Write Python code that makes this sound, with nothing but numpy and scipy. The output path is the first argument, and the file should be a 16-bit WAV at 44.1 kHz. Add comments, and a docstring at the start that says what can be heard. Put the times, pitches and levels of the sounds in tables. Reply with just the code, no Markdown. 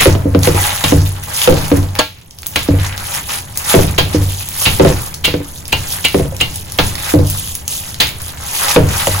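"""Noodles fry in a steel wok on a stove, turned with wooden chopsticks close to a phone.
Wet strands squelch, slap and hiss as they meet hot metal, swelling with each stir, and fat spits.
The chopsticks skid and clack on the bowl; each push rocks the wok on its stand with a dull knock
and a low boom from the stove. The loudest blows overload the phone."""
import sys
import numpy as np
from scipy import signal
from scipy.fft import rfft, irfft, next_fast_len
from scipy.io import wavfile
from scipy.ndimage import uniform_filter1d, minimum_filter1d

SR = 44100
rng = np.random.default_rng(int(sys.argv[2]) if len(sys.argv) > 2 else 0)


def log_audio(samples):
    """Write samples as a 16-bit WAV file to the path given in sys.argv[1]."""
    # one column per channel
    frames = np.atleast_2d(samples).T
    # limit to full scale, then quantise
    limited = np.clip(frames, -1, 1)
    pcm = np.round(limited * 32767).astype(np.int16)
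    wavfile.write(sys.argv[1], SR, pcm)


N = 405719
TIME = np.arange(N) / SR
HIT_TIME = TIME[:24576]

# Levels in the cue lists are faders; each layer adds its own trim.
# wet noodles laid on hot steel: crest t/s, sizzle level/dB, squelch level/dB, swell t/s, dying away t/s
STIR_CUES = [(0.02, -18, -15.5, 0.059, .15), (0.45, -20, -23, .035, .16), (0.63, -20.5, -20, .22, .42),
             (0.871, -24, -28, 0.129, .2), (1.08, -33, -39, .2, .25), (1.43, -19, -23.5, .22, .15),
             (1.62, -29, -29.5, .2, .38), (1.96, -38, -33, .06, .1), (2.599, -32, -36, .15, .2),
             (2.82, -34, -29, .2, .35), (3.15, -24, -29, .25, .15), (3.329, -24.5, -31, .13, .17),
             (3.73, -20.5, -22, .2, .27), (4.15, -33, -32, .15, .3), (4.35, -25.5, -39, .25, .35),
             (4.62, -22, -32, .16, .35), (4.88, -30, -25.5, .15, .16), (5.06, -29, -37, .3, .13),
             (5.58, -36.5, -46, .3, .1), (5.94, -26, -33, .3, .3), (6.17, -30, -35, .15, .2),
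             (6.57, -31, -45, .22, .15), (6.87, -30, -32, .22, .25), (7.08, -23.5, -28, .18, .16),
             (7.31, -26, -44.5, .13, .3), (7.5, -27.5, -52, .17, .12), (7.739, -23.5, -37, .1, .28),
             (8.3, -33, -39, .2, .15), (8.6, -21, -26, .27, .24), (8.71, -20, -18.5, .16, .13),
             (9.0, -21, -24.5, .24, .7)]
# how busy the hand is; it rests once: t/s, level/dB
HAND_ACTIVITY = [(0, 0), (1.85, 0), (2.12, -10), (2.32, -9), (2.55, 0), (9.2, 1)]
# chopsticks hit the bowl: t/s, level/dB, squeak f/Hz, stick ring level/dB relative to the crack,
# bowl level/dB, tip click level/dB, thump level/dB, lead-in skid t/s
CLACK_CUES = [(0.008, -7.5, 1940, -7.5, -14.5, -7.5, -12, 0.0092),
              (0.8402, -8.5, 3597, -8, -11, -13, -11, 0.0021),
              (1.9906, -6.5, 4400, -10, -4, -7, -42, 0.0034),
              (2.5597, -5.5, 2435, -11, -12.5, -13, -20, .002),
              (3.9832, -3, 3357, -7, -4.5, -13, -11, 0.0036),
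              (4.6612, -3.5, 3013, -4, -10.5, -17, -11, 0.009),
              (5.2521, -2.5, 3005, -7.5, -25, -11, -20, 0.01),
              (5.7272, -8, 2787, -2, -10.5, -16, -13.5, 0.0053),
              (6.05, -5.5, 3000, -2, -15.5, -9.5, -27, 0.0079),
              (6.4109, -8.5, 2810, 0, -15.5, -13, -17.5, 0.0087),
              (6.7874, -4.5, 3725, -12, -4, -28.5, -8, 0.00097), (8.003, 1, 4500, -9, -8, -4, -20, .002)]
# the wok knocks on its stand: t/s, level/dB, favoured f/Hz, boom level/dB, tick level/dB,
# rebound spacing t/s, first rebound level/dB relative to the blow
KNOCK_CUES = [(0.0565, 3, 364, -5, -2, 0.094, -14), (0.254, -7, 285, -6.5, -51, 0.077, -17),
              (0.348, -1, 262, -7.5, -12.5, 0.047, -25), (0.4729, -2, 362, -7, -10, .072, -11.5),
              (0.9216, 0, 290, 0, -12, 0.052, -15), (1.4748, 5, 494, -25, 1, .049, -11),
              (1.716, 0.5, 289.8, -3.5, -15, 0.057, -13.5), (2.6867, -3.5, 284, -2, -25, 0.049, -9.5),
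              (3.7406, 5.5, 385, -11, -0.5, 0.049, -9.5), (4.145, -4.5, 290.2, -2.5, -23, 0.067, -14.5),
              (4.797, 6, 369.3, -5.5, -1.5, .052, -4.5), (5.2774, -13, 305.3, -15.5, -17, 0.062, 5.5),
              (6.1445, -1.5, 393, -13, -12, .052, -6), (6.322, -22, 540, -21, -38, 0.063, -22),
              (7.1379, 0.5, 286.5, -3, -15, 0.052, -7), (8.7614, 4.5, 434.9, -6.5, -0.5, 0.073, -18.5),
              (9.0708, -9, 547, -9.5, -9, 0.054, -30)]
# sharp snaps from the wok, fat spitting and wet noodles slapping the steel: t/s, level/dB, centre f/Hz
SNAP_CUES = [(0.433, -8.5, 4950), (1.2362, -19, 15770), (1.417, -6.5, 3535), (1.953, -19.5, 2000),
             (2.3088, -30.5, 6360), (2.4317, -26, 2630), (2.4673, -11, 13500), (2.978, -18, 3032),
             (3.3378, -19, 3087), (3.574, -8, 10490), (4.488, -15, 15800), (6.7211, -17.5, 10940),
             (6.9541, -17, 3466), (7.3, -11, 13040), (7.475, -23.5, 3970), (7.5522, -13.5, 11100),
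             (7.6792, -11, 7670), (7.9437, -21, 3900)]

# resonances: f/Hz, level/dB, 60 dB decay t/s
STICK_RING = [(2080, -4, .16), (2270, -5, .16), (2500, -7, .16), (2780, 0, .16), (2950, -1, .14),
              (3060, -6, .12), (3260, -2, .12), (3620, -4, .13), (3920, -5, .12), (4110, -5, .13),
              (4441, -9, .18), (4770, -7, .16)]  # chopsticks pressed against the steel
BOWL_RING = [(295, -5, .18), (490, -2, .15), (624, -4, .2), (880, -3, .2), (1109, -9, .2), (1380, -6, .2),
             (1632, -3, .19), (1766, -7, .15)]  # the steel bowl
STAND_RING = [(148.1, -5.5, 0.57), (178, -6.5, 0.31), (241, -5.5, 0.092), (286.8, -4.5, 0.21),
              (337, -7.5, 0.18), (373, -5.5, 0.12), (425.4, -15, 0.16), (468.2, 2, 0.13),
              (534.4, -2, 0.099), (628, -6, 0.18), (894, -21.5, 0.38)]  # the wok on its stand
STOVE_RING = [(38.9, -25, 0.61), (76.2, -13, 0.3), (95, -11.5, 0.54)]  # the stove under it

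# tone colours: f/Hz, level/dB
SIZZLE_EQ = [(700, -29), (2000, -9), (3500, -1.5), (5300, -4), (6800, 0.5), (9000, 4.5), (11500, 2.5),
             (14000, 5), (16000, -4.5)]  # bright frying hiss
SQUELCH_EQ = [(150, -24), (400, -18), (800, -4), (1200, -4.5), (1700, -2.5), (2400, -2.5), (3500, -17.5),
              (6000, -37), (12000, -34)]  # wet midrange of the noodles
RUMBLE_EQ = [(15, 2), (36, -22), (50, -3.5), (85, 3.5), (115, 0), (165, -4), (230, -13), (400, -17),
             (900, -21), (3000, -39)]  # bass of the shaken stove
CLACK_EQ = [(300, -5.5), (1500, -4.5), (2300, 5), (3000, 5.5), (4000, 5.5), (5500, -5), (8000, -12),
            (16000, -5.5)]  # bite of wood on steel
TICK_EQ = [(300, -3), (800, 1), (1600, -8), (3000, -7), (6000, -21.5), (16000, -76)]  # metal tick
TIP_EQ = [(1000, -18), (4000, -9), (6500, 17.5), (9000, 24), (16000, -48)]  # thin click of the tips
RATTLE_EQ = [(60, 6), (140, 19.5), (300, -12), (520, 46), (750, -1), (1200, 8), (3000, -26.5), (8000, -70)]  # boxy rattle of the stand

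# stereo image, how alike left and right are: f/Hz, coherence/0-1
STEREO_COHERENCE = [(80, 1), (250, 0.56), (500, 0.21), (1000, 0.37), (2500, 0.079), (5500, 0.0057),
                    (6600, 1), (8500, 1), (15000, 1)]
# the right channel over the left: f/Hz, level/dB
STEREO_BALANCE = [(250, 0), (450, 2), (750, -2), (2000, -0.5), (3500, 1), (5300, 4.5), (6600, 0)]


def undb(db):
    """Decibels to gain."""
    return 10 ** (np.asarray(db) / 20)


def along(hz, points):
    """Read (f/Hz, value) points on a log-frequency axis."""
    f, value = np.transpose(points)
    return np.interp(np.log(hz + 1), np.log(f), value)


def colour(x, eq):
    """Shape a sound with an EQ curve; rms 1."""
    size = next_fast_len(x.shape[-1])
    gain = undb(along(np.fft.rfftfreq(size, 1 / SR), eq))
    y = irfft(rfft(x, size) * gain, size)[..., :x.shape[-1]]
    return y / y.std()


def noise(eq, size=len(HIT_TIME)):
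    """Coloured noise, unrelated left and right."""
    return colour(rng.standard_normal((2, size)), eq)


def fade(t60):
    """A decay of 60 dB in t60 seconds."""
    return np.exp(-np.log(1000) * HIT_TIME / t60)


def peak(x):
    """Scale a hit so that its loudest few milliseconds have rms 1."""
    return x / np.sqrt(uniform_filter1d(np.mean(x ** 2, axis=0), size=256).max())


def wobble(rate_hz, size=N):
    """Smooth random modulation with a spread near 1."""
    hold = max(int(SR / rate_hz), 16)
    steps = rng.standard_normal(4096)[np.arange(size) // hold]
    return 1.3 * uniform_filter1d(steps, hold)


def add(out, s, sound):
    """Mix a sound in at s seconds."""
    start = int(s * SR)
    first, last = max(start, 0), min(start + sound.shape[-1], N)
    out[:, first:last] += sound[:, first - start:last - start]


def kitchen(x, t60, wet_db):
    """Add dense reflections from the bowl and the tiled walls."""
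    tail = rng.standard_normal((2, len(HIT_TIME))) * fade(t60)
    tail *= undb(wet_db) / np.sqrt(np.sum(tail ** 2, axis=1, keepdims=True))
    return x + signal.fftconvolve(x, tail, axes=1)[:, :N]


def stirring(handling_db):
    """Fader rides in dB for sizzle and squelch: each stir swells and dies away over a low simmer."""
    simmer_db, seep_db, swell_db = -44, -46, 23
    roundness = 1.3  # above 1 a stir lingers at its crest and leaves a deeper lull
    sizzle_power = undb(simmer_db + handling_db) ** 2
    squelch_power = undb(seep_db + handling_db) ** 2
    for s, sizzle_db, squelch_db, swell_s, dying_s in STIR_CUES:
        away = np.maximum((s - TIME) / swell_s, (TIME - s) / dying_s)
        near = away < 3
        power = undb(-swell_db * away[near] ** roundness) ** 2
        sizzle_power[near] += undb(sizzle_db) ** 2 * power
        squelch_power[near] += undb(squelch_db) ** 2 * power
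    return 10 * np.log10(sizzle_power), 10 * np.log10(squelch_power)


def bubbles(activity, base_rate, low_hz, high_hz, cycles, spread_db, size):
    """Films and bubbles burst, each a brief tone of its own pitch: many faint, a few strong; rms 1."""
    starts = np.flatnonzero(rng.random(N) < base_rate * activity / SR)
    pitch, strength, *phases = rng.random((len(starts), 4)).T[:, :, None]
    hz = low_hz * (high_hz / low_hz) ** pitch
    turns = hz * TIME[:size]
    gain = undb(-spread_db * np.log(1 - .995 * strength)) * np.sqrt(hz / SR)
    envelope = gain * np.exp(-np.log(1000) * turns / cycles)
    where = (starts[:, None] + np.arange(size)).ravel()
    out = np.zeros((2, N))
    for channel, phase in enumerate(phases):
        grains = envelope * np.sin(2 * np.pi * (turns + phase))
        out[channel] = np.bincount(where, grains.ravel(), N + size)[:N]
    out /= np.sqrt(activity)  # busier means denser, not louder
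    return out / out.std()


def sizzle(level_db):
    """Water flashes off the hot steel; fiercer frying packs the bursts closer, over a smooth hiss."""
    trim_db, flicker_db = 3.5, 1.5
    activity = undb(np.clip(.6 * (level_db - np.median(level_db)), -12, 8))
    fizz = bubbles(activity, base_rate=1700, low_hz=2520, high_hz=16000, cycles=20, spread_db=2, size=160)
    fizz = colour(kitchen(fizz, t60=.1, wet_db=-5), SIZZLE_EQ)
    hiss = undb(-10) * noise(SIZZLE_EQ, size=N)
    return (fizz + hiss) * undb(level_db + trim_db + flicker_db * wobble(rate_hz=35))


def squelch(level_db):
    """Sticky strands slap together in small wet pops; single ones snap apart with a sharper smack."""
    smack_db, flicker_db = -3.5, 1.6
    activity = undb(np.clip(.6 * (level_db - np.median(level_db)), -10, 9))
    pops = bubbles(activity, base_rate=700, low_hz=400, high_hz=6000, cycles=8, spread_db=3.3, size=384)
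    smacks = bubbles(activity, base_rate=34, low_hz=1150, high_hz=6700, cycles=6.2, spread_db=0, size=320)
    smacks = undb(smack_db) * kitchen(smacks, t60=.18, wet_db=4)
    pops = colour(kitchen(pops, t60=.39, wet_db=3.5), SQUELCH_EQ)
    return (pops + smacks) * undb(level_db + flicker_db * wobble(rate_hz=25))


def stove_rumble(handling_db):
    """A low bed from the stove as the wok is pushed about."""
    return noise(RUMBLE_EQ, size=N) * undb(handling_db - 32.5)


def ring(modes, centre_hz=1000., focus_db=0., favour_db=0., scatter_db=0., detune=0., bend=0.):
    """A struck body rings: the place of contact favours modes at centre_hz and feeds far ones less."""
    wide_hz = 577  # around here and above, the two sides drift out of step
    chance = rng.standard_normal((len(modes), 3))
    # flexed steel is stiffer, so with bend the pitch starts sharp and settles
    clock = np.cumsum(1 + bend * fade(.1)) / SR
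    out = 0
    for k, ((hz, db, t60), (strength, shift, side)) in enumerate(zip(modes, chance)):
        octaves = np.log2(hz / centre_hz)
        contact_db = favour_db * np.exp(-(octaves / .1) ** 2) - focus_db * octaves ** 2
        gain = undb(db + scatter_db * strength + contact_db)
        width = np.array([[side], [-side]]) * min((hz / wide_hz) ** 2, np.pi)
        phase = k ** 2 + width  # neighbouring modes start out of step
        out = out + gain * fade(t60) * np.sin(2 * np.pi * hz * (1 + detune * shift) * clock + phase)
    return peak(out * (1 - fade(.004)))


def chopstick_clacks():
    """The tips squeak over the steel, then catch with a crack: sticks and bowl ring, the stove thumps."""
    out = np.zeros((2, N))
    for s, db, squeak_hz, sticks_db, bowl_db, tip_db, thump_db, skid_s in CLACK_CUES:
        # stick and slip: a wavering tone in a rasp that lasts until the tips catch
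        waver = 1 + .07 * wobble(rate_hz=500, size=len(HIT_TIME))
        squeak = np.sin(2 * np.pi * squeak_hz * np.cumsum(waver) / SR)
        lead_in = np.exp(-(HIT_TIME[::-1] / skid_s) ** 4)
        skid = (noise(CLACK_EQ) + .7 * squeak) * lead_in
        add(out, s - len(HIT_TIME) / SR, undb(db - 7) * skid)
        # the crack comes straight from the tips, the same to both sides
        crack = peak((noise(CLACK_EQ)[:1] + 1.7 * squeak) * fade(.017))
        sticks = ring(STICK_RING, squeak_hz, focus_db=14, favour_db=5, scatter_db=3, detune=.012)
        echo = undb(-9) * peak(noise(CLACK_EQ) * fade(.34))
        clack = undb(db) * (crack + undb(sticks_db) * sticks + echo)
        bowl = undb(-9) * ring(BOWL_RING, detune=.0038)
        tick = undb(-2) * peak(noise(TICK_EQ) * fade(.1))
        tip = undb(tip_db) * peak(noise(TIP_EQ) * (fade(.035) + undb(-22) * fade(.25)))
        thump = undb(thump_db - 3) * peak(noise(RUMBLE_EQ) * fade(.62) * (1 - fade(.096)))
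        add(out, s, clack + undb(bowl_db) * (bowl + tick) + tip + thump)
    return out


def wok_knocks():
    """The wok lands with a tick and a hollow ring and rocks back twice; the stove booms and shudders."""
    body_trim_db, boom_trim_db, shudder_trim_db = -3.5, -8.5, -17
    out = np.zeros((2, N))
    boom = peak(ring(STOVE_RING) * (1 - fade(.3)) ** 2)
    swell = fade(.58) * (1 - fade(.39))
    swell /= swell.max()
    for s, db, mode_hz, boom_db, tick_db, rock_s, rebound_db in KNOCK_CUES:
        for bounce, bounce_db in enumerate([0, rebound_db, rebound_db - 11]):
            body = ring(STAND_RING, mode_hz, focus_db=2.5, favour_db=9.5,
                        scatter_db=2, detune=.02, bend=.095)
            # harder blows make the stand rattle more
            rattle = undb(.5 * (db + bounce_db) - 7) * peak(noise(RATTLE_EQ) * fade(.18))
            tick = peak(noise(TICK_EQ) * (fade(.03) + undb(-14) * fade(.22)))
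            tick *= undb(tick_db - 4.5 * bounce)  # rebounds land with a softer edge
            knock = undb(db + body_trim_db) * (body + rattle) + tick
            add(out, s + bounce * rock_s, undb(bounce_db) * knock)
        shudder = undb(db + shudder_trim_db) * noise(RUMBLE_EQ) * swell
        add(out, s, undb(boom_db + boom_trim_db) * boom + shudder)
    return out


def snap(hz):
    """One sharp snap: a pinprick of noise centred on hz."""
    eq = [(hz / 6, -22), (hz / 2, -5), (hz, 0), (hz * 3, -12)]
    return peak(noise(eq, size=1024) * fade(.008)[:1024])


def wok_snaps(handling_db):
    """Fat spits and wet noodles slap the steel: featured snaps among a random scatter of faint ones."""
    faint_per_s, low_hz, high_hz = 4.3, 5600, 15300
    featured, faint = np.zeros((2, 2, N))
    for s, db, hz in SNAP_CUES:
        add(featured, s, undb(db) * snap(hz))
    for when, strength, pitch in rng.random((int(faint_per_s * N / SR), 3)):
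        hz = low_hz * (high_hz / low_hz) ** pitch
        add(faint, when * N / SR, undb(-24.75 + 5 * strength) * snap(hz))
    return kitchen(featured + faint * undb(handling_db), t60=.22, wet_db=-2)


def scene():
    """The dry mix: wok and chopstick hits over the rumble and the frying."""
    handling_db = np.interp(TIME, *np.transpose(HAND_ACTIVITY))
    sizzle_db, squelch_db = stirring(handling_db)
    cookware = wok_knocks() + chopstick_clacks() + stove_rumble(handling_db)
    frying = wok_snaps(handling_db) + sizzle(sizzle_db) + squelch(squelch_db)
    return cookware + frying


def stereo_image(x):
    """Centred bass, wide middle, treble alike on both sides but turning in phase."""
    treble_from_hz, full_turn_hz = 6150, 4750
    size = next_fast_len(N + 4096)
    hz = np.fft.rfftfreq(size, 1 / SR)
    left, right = rfft(x, size)
    alike = np.clip(along(hz, STEREO_COHERENCE), 0, .99)
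    mid = np.sqrt(1 + alike) * (left + right) / 2
    side = np.sqrt(1 - alike) * (left - right) / 2
    phase_lag = 2 * np.pi * np.maximum(hz - treble_from_hz, 0) / full_turn_hz
    lean = undb(along(hz, STEREO_BALANCE) / 2)
    left = (mid + side) / lean * np.exp(-1j * phase_lag)
    right = (mid - side) * lean
    return irfft(np.array([left, right]), size)[:, :N]


def record(dry):
    """The phone's fast limiter catches the blows, what slips through is clipped, and the top is cut."""
    threshold, drive, top_hz = 1.57, 1.108, 15850
    x = stereo_image(dry)
    allowed = 1 / np.maximum(np.abs(x).max(axis=0) / threshold, 1)
    gain = uniform_filter1d(minimum_filter1d(allowed, size=65), size=65)
    clipped = np.clip(drive * x * gain, -1, 1)
    high_cut = signal.ellip(8, .1, 50, top_hz, fs=SR, output="sos")
    return signal.sosfiltfilt(high_cut, clipped)


dry = scene()
out = record(dry)
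log_audio(out)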